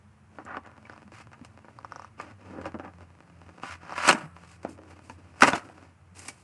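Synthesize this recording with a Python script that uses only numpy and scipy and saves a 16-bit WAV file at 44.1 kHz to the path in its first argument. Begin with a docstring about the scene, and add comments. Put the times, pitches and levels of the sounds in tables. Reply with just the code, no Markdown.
"""A small room: a cardboard box is handled and pulled open close to a small microphone.
Flaps rub as dense catches of fibres; knocks, creases and swinging panels ring the card.
A strained fold ticks in decaying modes; twice the tape rips loose in a run of snaps over surging friction.
Quick reflections and a faint tail place it in the room, over filtered-noise hiss, a steady low hum
and a wavering two-harmonic drone like that of a distant engine."""
import sys
import numpy as np
from scipy import signal
from scipy.fft import rfft, irfft
from scipy.io import wavfile
from scipy.ndimage import uniform_filter1d, map_coordinates

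SR = 44100
rng = np.random.default_rng(int(sys.argv[2]) if len(sys.argv) > 2 else 0)


def bounce(signal):
    """Save signal as a 16-bit WAV file at the path given by the first command-line argument."""
    frames = np.transpose(np.atleast_2d(signal))
    limited = np.clip(frames, -1, 1)
    pcm = np.round(limited * 32767).astype(np.int16)
    wavfile.write(sys.argv[1], SR, pcm)


N = 283632
TIME = np.arange(N) / SR

# In contact tables, level is the reference that the tilts of the six ranges are added to.
# Hands and flaps sliding over the card:
# (start [s], length [s], swell from start to end [dB], level [dB], bass [dB re level], treble [dB re level])
STROKES = [(0.402, 0.014, -3, -49.5, -4, -46), (0.478, 0.078, 2.5, -37.5, -14, -32.5),
           (0.65, 0.13, -12, -55.5, -13, -27), (0.869, 0.12, -1, -55, -24, -18),
           (1.136, 0.08, 1.5, -49, -28, -10), (1.844, 0.22, 9, -57.5, -28, -13.5),
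           (2.191, 0.12, -4.5, -50.5, -3, -13.5), (2.41, 0.12, 4, -55, 1, -13.5),
           (2.499, 0.1, 11, -51, 7, -31), (2.647, 0.026, 6, -42, 0.5, -21),
           (2.847, 0.039, -5.5, -45, -2, -26.5), (3.012, 0.014, 3, -54, 2, -12.5),
           (3.635, 0.1, 3.5, -39, -30.5, -11.5), (3.82, 0.12, 6.5, -45, -14.5, -16),
           (3.967, 0.14, 10.5, -26.5, -25, -14), (4.132, 0.099, -0.5, -41.5, -7.5, -16),
           (4.359, 0.092, 7, -59.5, -5, -7.5), (4.478, 0.073, -1, -58, -16, -4.5),
           (4.656, 0.025, 2.5, -47.5, 2.5, -26), (4.693, 0.034, -4.5, -62, 14.5, 1),
           (4.773, 0.094, -1, -67, 13.5, -32), (4.903, 0.0097, 0.5, -56.5, -2, -6),
           (5.037, 0.094, 2.5, -63.5, 5, -1.5), (5.173, 0.017, 10.5, -62.5, 5, -10.5),
           (5.645, 0.14, -11, -65, 9, -4.5), (6.168, 0.1, 2, -54.5, -4.5, 0),
           (6.25, 0.19, -12, -64, -2.5, -0.5)]
# Surges of the giving tape; rise and fall are the times for 60 dB:
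# (peak time [s], rise [s], fall [s], level [dB], bass [dB re level], treble [dB re level])
TEARS = [(4.093, 0.16, 0.07, -16.5, -19, -8.5), (5.422, 0.011, 0.05, -8.5, -22.5, -14),
         (5.439, 0.063, 0.054, -18, -9, -18.5), (5.485, 0.21, 0.086, -25, -6, -7.5),
         (5.558, 0.16, 0.13, -29.5, -5, -9)]
# Knocks of the flaps and snaps of the tape, level taken over 10 ms:
# (time [s], level [dB], bass [dB re level], treble [dB re level])
SNAPS = [(0.385, -39, -4, -32), (0.451, -67, 18, 4), (0.5690, -31, -9, -24.5), (0.6621, -52, -6, -13),
         (0.897, -49.5, 0, -15.5), (1.121, -62, 11.5, -9), (1.331, -44, -24, -17), (1.4482, -49, -9, -5.5),
         (1.6449, -50.5, -6.5, -30), (1.683, -48.5, -4, -32), (2.199, -31.5, -15, -22),
         (2.213, -47, -16, -6.5), (2.614, -45, -19, -14), (2.6556, -34.5, -6, -18.5), (2.664, -47, -1, -9),
         (2.7428, -39, 6.5, -29), (2.7966, -38, -0.5, -24), (3.6338, -32.5, -9, -20),
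         (3.9788, -30.5, -13, -13.5), (4.078, -23.5, -5, -5), (4.087, -14, -20.5, -10.5),
         (4.0903, -13, -19, -8.5), (4.1, -19, -8, -11), (4.1107, -25.5, -6.5, -6), (4.128, -23.5, -9, -9),
         (4.1486, -28.5, -12, -22), (4.186, -45.5, -12, -8), (4.365, -45.5, -15, -17),
         (4.5158, -61.5, -8, -1), (4.631, -52, -5, -6.5), (4.6485, -39, 5.5, -19), (4.789, -54.5, 6.5, -32),
         (5.097, -39.5, -7, -14), (5.408, -32, -22, -5), (5.4214, -12, -38, -12), (5.4289, -27, 6, -29),
         (5.4338, -10, -17.5, -13), (5.443, -17, -14, -30), (5.474, -22.5, -6, -10),
         (5.4795, -19.5, -18, -18), (5.4865, -26.5, -7.5, -23), (5.502, -34, -4, -7),
         (5.5229, -30, -8.5, -35), (5.5324, -22, -5, -17.5), (6.193, -66.5, -22, 11), (6.282, -60, -9, 10),
         (6.285, -41.5, -7, 1)]
# Flexes that set one panel mode swinging, level before the gradual onset and the decay:
# (time [s], level [dB], settled pitch [Hz], t60 [s])
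BUMPS = [(0.854, -39.5, 2280, 0.021), (1.052, -44.5, 198, 0.21), (1.134, -39, 325, 0.022),
         (1.26, -31.5, 131, 0.032), (1.412, -33.5, 241, 0.049), (1.422, -29, 143, 0.029),
         (2.574, -30, 330, 0.018), (2.657, -26.5, 556, 0.067), (4.086, -12, 1290, 0.049),
         (4.088, -14, 1560, 0.06), (4.089, -19, 373, 0.12), (4.091, -14, 4170, 0.024),
         (4.1, -21.5, 160.3, 0.1), (4.11, -11, 2810, 0.018), (4.144, -18.5, 221, 0.047),
         (4.233, -31.5, 155.4, 0.18), (4.65, -13, 644, 0.013), (5.4216, 4.5, 1324, 0.021),
         (5.422, -18, 2030, 0.17), (5.423, -27, 2500, 0.15), (5.425, -21, 810, 0.055),
         (5.425, -7, 251, 0.046), (5.427, -22.5, 294, 0.16), (5.432, -26, 137, 0.12),
         (5.5328, -24.5, 3470, 0.016), (5.535, -19.5, 710, 0.05), (5.698, -31, 706, 0.013),
         (6.284, -37, 2280, 0.076)]
# Slips of the strained fold, before the room: (time [s], peak level [dB])
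TICKS = [(0.897, -32), (0.916, -49), (0.934, -37), (0.963, -39.5), (1.7878, -32.5), (1.8472, -24.5),
         (1.9213, -24.5), (1.96, -26.5), (1.996, -28.5), (2.021, -33), (2.0462, -30.5), (3.852, -38),
         (3.895, -29.5), (3.907, -30), (3.923, -23), (3.9329, -27)]
# Mean modes of the fold; each slip varies pitch and level:
# (frequency [Hz], relative level [dB], t60 [s], delay [s])
FOLD_MODES = [(1180, 11, 0.0068, 0), (970, 4, 0.0088, 0), (593, 1, 0.0069, 0.005), (5156, -7.5, 0.0043, 0),
              (7730, -10, 0.0012, 0)]
# A tick as heard directly and from near surfaces: (delay [s], level [dB re tick])
TICK_ECHOES = [(0, 0), (.004, -21), (.0095, -21)]
# Broad colour of the card: (frequency [Hz], relative level [dB])
CARD_COLOUR = [(40, -29.5), (140, -15), (270, -5), (380, -9.5), (480, -9), (750, 1.5), (1300, 1.5),
               (1900, -2.5), (2750, -5), (3400, -15.5), (4100, -14.5), (8500, -14), (11500, -25.5)]
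# Resonances of the box panels: (frequency [Hz], width [Hz], gain added to the colour [dB re colour])
PANELS = [(317, 25, -3), (600, 90, 3), (990, 88, -6), (1345, 280, -4), (1650, 90, -5), (2550, 300, -8),
          (4900, 1100, 0)]
# Edges between the six ranges of the box: (frequency [Hz])
CROSSOVERS_HZ = [420, 950, 1950, 3200, 7000]
# Decay of the room's tail: (frequency [Hz], t60 [s])
ROOM_DECAY = [(100, 0.25), (300, 0.41), (1500, 0.58), (5000, 0.13), (11000, 0.65)]
# Spectrum of the steady hiss: (frequency [Hz], relative level per Hz [dB])
HISS_COLOUR = [(20, -7.5), (45, -17.5), (75, 5.5), (130, 9), (250, -8), (500, -11), (1200, -8.5),
               (2700, -19.5), (3600, -29), (5500, -28.5), (10500, -30.5), (12000, -48)]
# Course of the drone before its waver: (time [s], pitch [Hz], fundamental [dB], second harmonic [dB])
DRONE_COURSE = [(0, 105.5, -77, -62), (.6, 108.5, -73, -60), (1.2, 111.8, -58.5, -64),
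                (2.2, 108.1, -61.5, -65.5), (2.5, 91.4, -51.5, -52.5), (2.9, 86.82, -54, -62.5),
                (4.2, 85.43, -57, -55.5), (4.9, 89.17, -56.5, -65), (6.43, 90.7, -59.5, -69.5)]

# a stroke grows to full strength by its start time, and decays after its length
ATTACK_S, RELEASE_T60 = 0.035, 0.12
# the hands' hold on the box: level [dB], bass [dB re level], treble [dB re level]
GRIP, GRIP_WAVER_DB = (-68, 0.43, -9.5), 5
GRIP_FROM_S, GRIP_UNTIL_S, GRIP_FADE_S = 0.27, 6, 0.19
# flap: mean round trip from hand to edge, its relative drift (rms), drift rate, share the edge returns
SPAN_ECHO_S, SPAN_DRIFT, SPAN_DRIFT_HZ, EDGE_RETURN = .0027, .09, 2.1, 0.15
EDGE_HZ = 11500  # upper band limit of the microphone signal


def rubbing(box, catches_per_s=900, spread_db=0.5, smooth_db=-19, fizz_db=-10, spot_db=4.0,
            judder_db=1.78, level_db=-1.5):
    """Fibres catch and let go: dense uneven clicks shake the box, with a finer fizz in the treble."""
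    sizes = amp(spread_db * np.minimum(rng.exponential(1, N), 3.5)) * rng.choice([-1, 1], N)
    catches = sizes * (rng.random(N) < catches_per_s / SR)
    friction_dbs = [smooth_db] * 4 + [fizz_db] * 2
    out = np.zeros(N)
    for ring, gain, friction_db in zip(box, pressure(), friction_dbs):
        # each catch is at another spot of the card and so has its own colour
        spotted = catches * amp(spot_db * rng.standard_normal(N))
        drive = spotted + amp(friction_db) * rng.standard_normal(N)
        band = signal.oaconvolve(drive, ring)[:N]
        # hand pressure sets the mean power; single catches stay uneven
        mean_power = abs(uniform_filter1d(band ** 2, size=1300))
        out += gain * band / np.sqrt(mean_power + 1e-12)
    return out * amp(level_db + judder_db * wander(70))


def contacts(t):
    """Every sliding or tearing contact: its envelope and its (level, bass, treble)."""
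    yield gripped(t) * amp(GRIP_WAVER_DB * np.interp(t, TIME, wander(3.4))), GRIP
    for start, length, swell_db, *strength in STROKES:
        age = t - start
        attack = np.clip(1 + age / ATTACK_S, 0, 1) ** 2
        push_db = swell_db * (np.clip(age / length, 0, 1) - .5)
        release_db = -60 * np.maximum(age - length, 0) / RELEASE_T60
        yield attack * amp(push_db + release_db), strength
    for peak, rise, fall, *strength in TEARS:
        yield amp(-60 * np.maximum((peak - t) / rise, (t - peak) / fall)), strength


def gripped(t):
    """How firmly the hands hold the box, 0-1: they take hold and let go gradually."""
    return np.clip(np.minimum(t - GRIP_FROM_S, GRIP_UNTIL_S - t) / GRIP_FADE_S, 0, 1)


def pressure():
    """How hard all contacts together drive each range of the box: their powers add."""
    t = TIME[::22]  # a coarse clock is enough for envelopes
    power = sum(np.outer(range_gains(*strength), envelope) ** 2 for envelope, strength in contacts(t))
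    return [np.interp(TIME, t, np.sqrt(p)) for p in power]


def flexed(x, count=3):
    """Waves run to the flap's edge and back; the span changes as the hands move, so resonances glide."""
    at = np.arange(N)
    lag = SPAN_ECHO_S * SR * np.exp(SPAN_DRIFT * wander(SPAN_DRIFT_HZ))  # samples
    gains = EDGE_RETURN ** np.arange(count + 1)
    echoes = sum(gain * map_coordinates(x, [at - k * lag], order=3) for k, gain in enumerate(gains))
    return echoes / np.linalg.norm(gains)


def snaps(box, crack_t60=0.007, crumble=0.32, crumble_t60=0.091, fibres=0.37):
    """Each release is a brief crack and a dying crumble of fibres, rung through its spot of the box."""
    out, t = np.zeros(N), np.arange(SR // 10) / SR
    fall = amp(-60 * t / crack_t60) + crumble * amp(-60 * t / crumble_t60)
    for s, *strength in SNAPS:
        sparse = rng.random(len(t)) < .25
        drive = fibres * fall * rng.standard_normal(len(t)) * sparse
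        drive[0] = 1
        drive = signal.fftconvolve(drive, spot_ring(t[:len(t) // 2]))[:len(t)]
        for ring, gain in zip(box, range_gains(*strength)):
            band = signal.fftconvolve(drive, ring)
            # unit rms if all the energy fell within 10 ms
            add(out, s, gain * band / np.linalg.norm(band) * np.sqrt(SR / 10 / 10))
    return out


def bumps(rise_turns=0.52, stretch=0.025, relax_turns=3):
    """The panel swings up within a cycle or two; its pitch sags as the push relaxes."""
    out, t = np.zeros(N), np.arange(SR // 4) / SR
    for s, db, hz, t60 in BUMPS:
        pitch = hz * (1 + stretch * np.exp(-t * hz / relax_turns))
        turns = np.cumsum(pitch) / SR
        swing = (1 - np.exp(-turns / rise_turns)) * amp(db - 60 * t / t60)
        add(out, s, swing * np.sin(2 * np.pi * turns))
    return out


def crinkles(box, per_s=16, level_db=-62, spread_db=4.5, bass_db=-3, treble_db=-15, count=12):
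    """Small creases give at random while the box is held, each at one of a dozen spots of the card."""
    sizes = amp(spread_db * np.minimum(rng.exponential(1, N), 2))
    clicks = sizes * (rng.random(N) < per_s / SR) * gripped(TIME)
    ring = sum(gain * evened(r) for r, gain in zip(box, range_gains(level_db, bass_db, treble_db)))
    spot, t = rng.integers(0, count, N), TIME[:SR // 20]
    rings = [spot_ring(t) for _ in range(count)]
    creases = np.zeros(N)
    for at in np.flatnonzero(clicks):
        own_ring = rings[spot[at]]
        add(creases, at / SR, clicks[at] * own_ring / np.linalg.norm(own_ring))
    # box ring referred to 10 ms, as for the snaps
    return signal.oaconvolve(creases, ring * np.sqrt(SR / 10 / 10 / len(ring)))[:N]


def ticks(rise_turns=1.0, detune=0.075):
    """The fold slips; its high bending waves arrive ahead of the lowest, then near surfaces answer."""
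    out, t = np.zeros(N), np.arange(SR // 20) / SR
    for s, db in TICKS:
        tick = np.zeros(len(t))
        for hz, mode_db, t60, delay in FOLD_MODES:
            age = np.maximum(t - delay, 0)
            pitch, strength = rng.standard_normal(2)
            turns = hz * (1 + detune * pitch) * age
            envelope = (1 - np.exp(-turns / rise_turns)) * amp(mode_db + 2 * strength - 60 * age / t60)
            tick += envelope * np.sin(2 * np.pi * turns)
        tick *= amp(db) / abs(tick).max()
        for delay, echo_db in TICK_ECHOES:
            add(out, s + delay, amp(echo_db) * tick)
    return out


def box_responses(size=4096):
    """Causal (minimum-phase) ring of the box in six ranges, from bass to treble."""
    hz = abs(np.fft.fftfreq(size, 1 / SR)) + 1
    resonances = sum(amp(db) / (1 + (2 * (hz - f) / width) ** 2) for f, width, db in PANELS)
    colour = amp(read(CARD_COLOUR, hz)) * (1 + resonances)
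    # share of the power below each crossover; differences give the ranges
    below = [0 * hz] + [1 / (1 + (hz / edge) ** 12) for edge in CROSSOVERS_HZ] + [1 + 0 * hz]
    log_gains = [np.log(colour * np.sqrt(abs(share)) + 1e-5) for share in np.diff(below, axis=0)]
    return [np.fft.ifft(np.exp(np.conj(signal.hilbert(g)))).real[:size // 2] for g in log_gains]


def spot_ring(t, count=14, low_hz=600, high_hz=9000, ring_turns=38, ring_gain=0.8):
    """Every spot of the card favours a few random modes; high ones die sooner."""
    hz = low_hz * (high_hz / low_hz) ** rng.random((count, 1))
    decay = np.pi * hz / ring_turns
    modes = 2 * decay / SR * np.exp(-decay * t) * np.cos(2 * np.pi * hz * t)
    ring = ring_gain * modes.sum(0)
    ring[0] += 1  # the direct click
    return ring


def range_gains(level, bass, treble, body_db=-3.5, body_share=0.36, middle_db=-3.5,
                edge_db=-1, edge_share=0.51, treble_db=-3.0, air_db=0.0, air_share=1.74):
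    """A heavy contact also fills the low middle; a sharp one the upper middle and most the very top."""
    body = body_db + body_share * np.minimum(bass, 2)
    edge = edge_db + edge_share * treble
    air = air_db + air_share * treble
    tilts = [bass, body, middle_db, edge, treble_db + treble, air]
    return [amp(level + tilt) for tilt in tilts]


def room(x, early_db=-11, early_t60=0.033, tail_db=-22):
    """Quick reflections from desk and walls, then a faint tail whose decay depends on frequency."""
    t = np.arange(SR // 2) / SR
    signs = rng.choice([-1., 1.], (2, len(t)))
    # sparse echoes, 2000 a second, none within 3 ms
    near, far = signs * (rng.random((2, len(t))) < 2000 / SR) * (t > .003)
    near = near * amp(-60 * t / early_t60)
    hz, frame_s, z = signal.stft(far, SR, nperseg=256)
    decay = amp(-60 * frame_s / read(ROOM_DECAY, hz)[:, None])
    far = signal.istft(z * decay, SR, nperseg=256)[1][:len(t)]
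    response = amp(early_db) * near / np.linalg.norm(near) + amp(tail_db) * far / np.linalg.norm(far)
    return x + signal.fftconvolve(x, response)[:N]


def background(hiss_db=-59.5, waver_db=4.0, drift=0.013, hum_hz=88.8, hum_db=-59):
    """Coloured-noise hiss, a steady sine hum and a two-harmonic drone wavering in pitch and level."""
    spectrum = rfft(rng.standard_normal(N)) * amp(read(HISS_COLOUR, np.fft.rfftfreq(N, 1 / SR)))
    hiss = amp(hiss_db) * evened(irfft(spectrum, N))
    hz, first_db, second_db = curves(DRONE_COURSE)
    phase = 2 * np.pi * np.cumsum(hz * (1 + drift * wander(3.8))) / SR
    drone = np.zeros(N)
    for harmonic, db in ((1, first_db), (2, second_db)):
        drone += amp(db + waver_db * wander(18)) * np.sin(harmonic * phase)
    hum = amp(hum_db) * np.sin(2 * np.pi * hum_hz * TIME)
    return hiss + drone + hum


def amp(db):
    """Decibels to amplitude."""
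    return 10 ** (np.asarray(db) / 20)


def evened(x):
    """Scale to unit rms."""
    return x / np.sqrt(np.mean(x ** 2) + 1e-20)


def read(points, hz):
    """A spectrum table at any frequency, interpolated on a logarithmic axis."""
    f, value = np.transpose(points)
    return np.interp(np.log(hz + 1), np.log(f), value)


def curves(rows):
    """Each column of a time table at every sample."""
    s, *columns = np.transpose(rows)
    return [np.interp(TIME, s, c) for c in columns]


def add(mix, s, sound):
    """Mix a sound in place from s seconds on, cut at the end."""
    part = mix[max(round(s * SR), 0):][:len(sound)]
    part += sound[:len(part)]


def wander(hz):
    """Slow random motion of unit rms, mostly below hz."""
    lowpass = 1 / (1 + (np.fft.rfftfreq(N, 1 / SR) / hz) ** 4)
    return evened(irfft(rfft(rng.standard_normal(N)) * lowpass, N))


def scene():
    """All sounds of the box in the room, with the background beneath."""
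    box = box_responses()
    handling = flexed(rubbing(box)) + snaps(box) + crinkles(box) + bumps() + ticks()
    return (room(handling) + background())[None]


def record(dry):
    """The microphone signal: loud peaks rounded off, then deep bass and top treble cut."""
    ceiling = .9
    rounded = dry / (1 + (dry / ceiling) ** 4) ** (1 / 4)
    thinned = signal.sosfilt(signal.butter(2, 50, "high", fs=SR, output="sos"), rounded)
    band_limit = signal.firwin(141, EDGE_HZ, window=("kaiser", 8), fs=SR)
    return signal.oaconvolve(thinned, band_limit[None], "same")


dry = scene()
out = record(dry)
bounce(out)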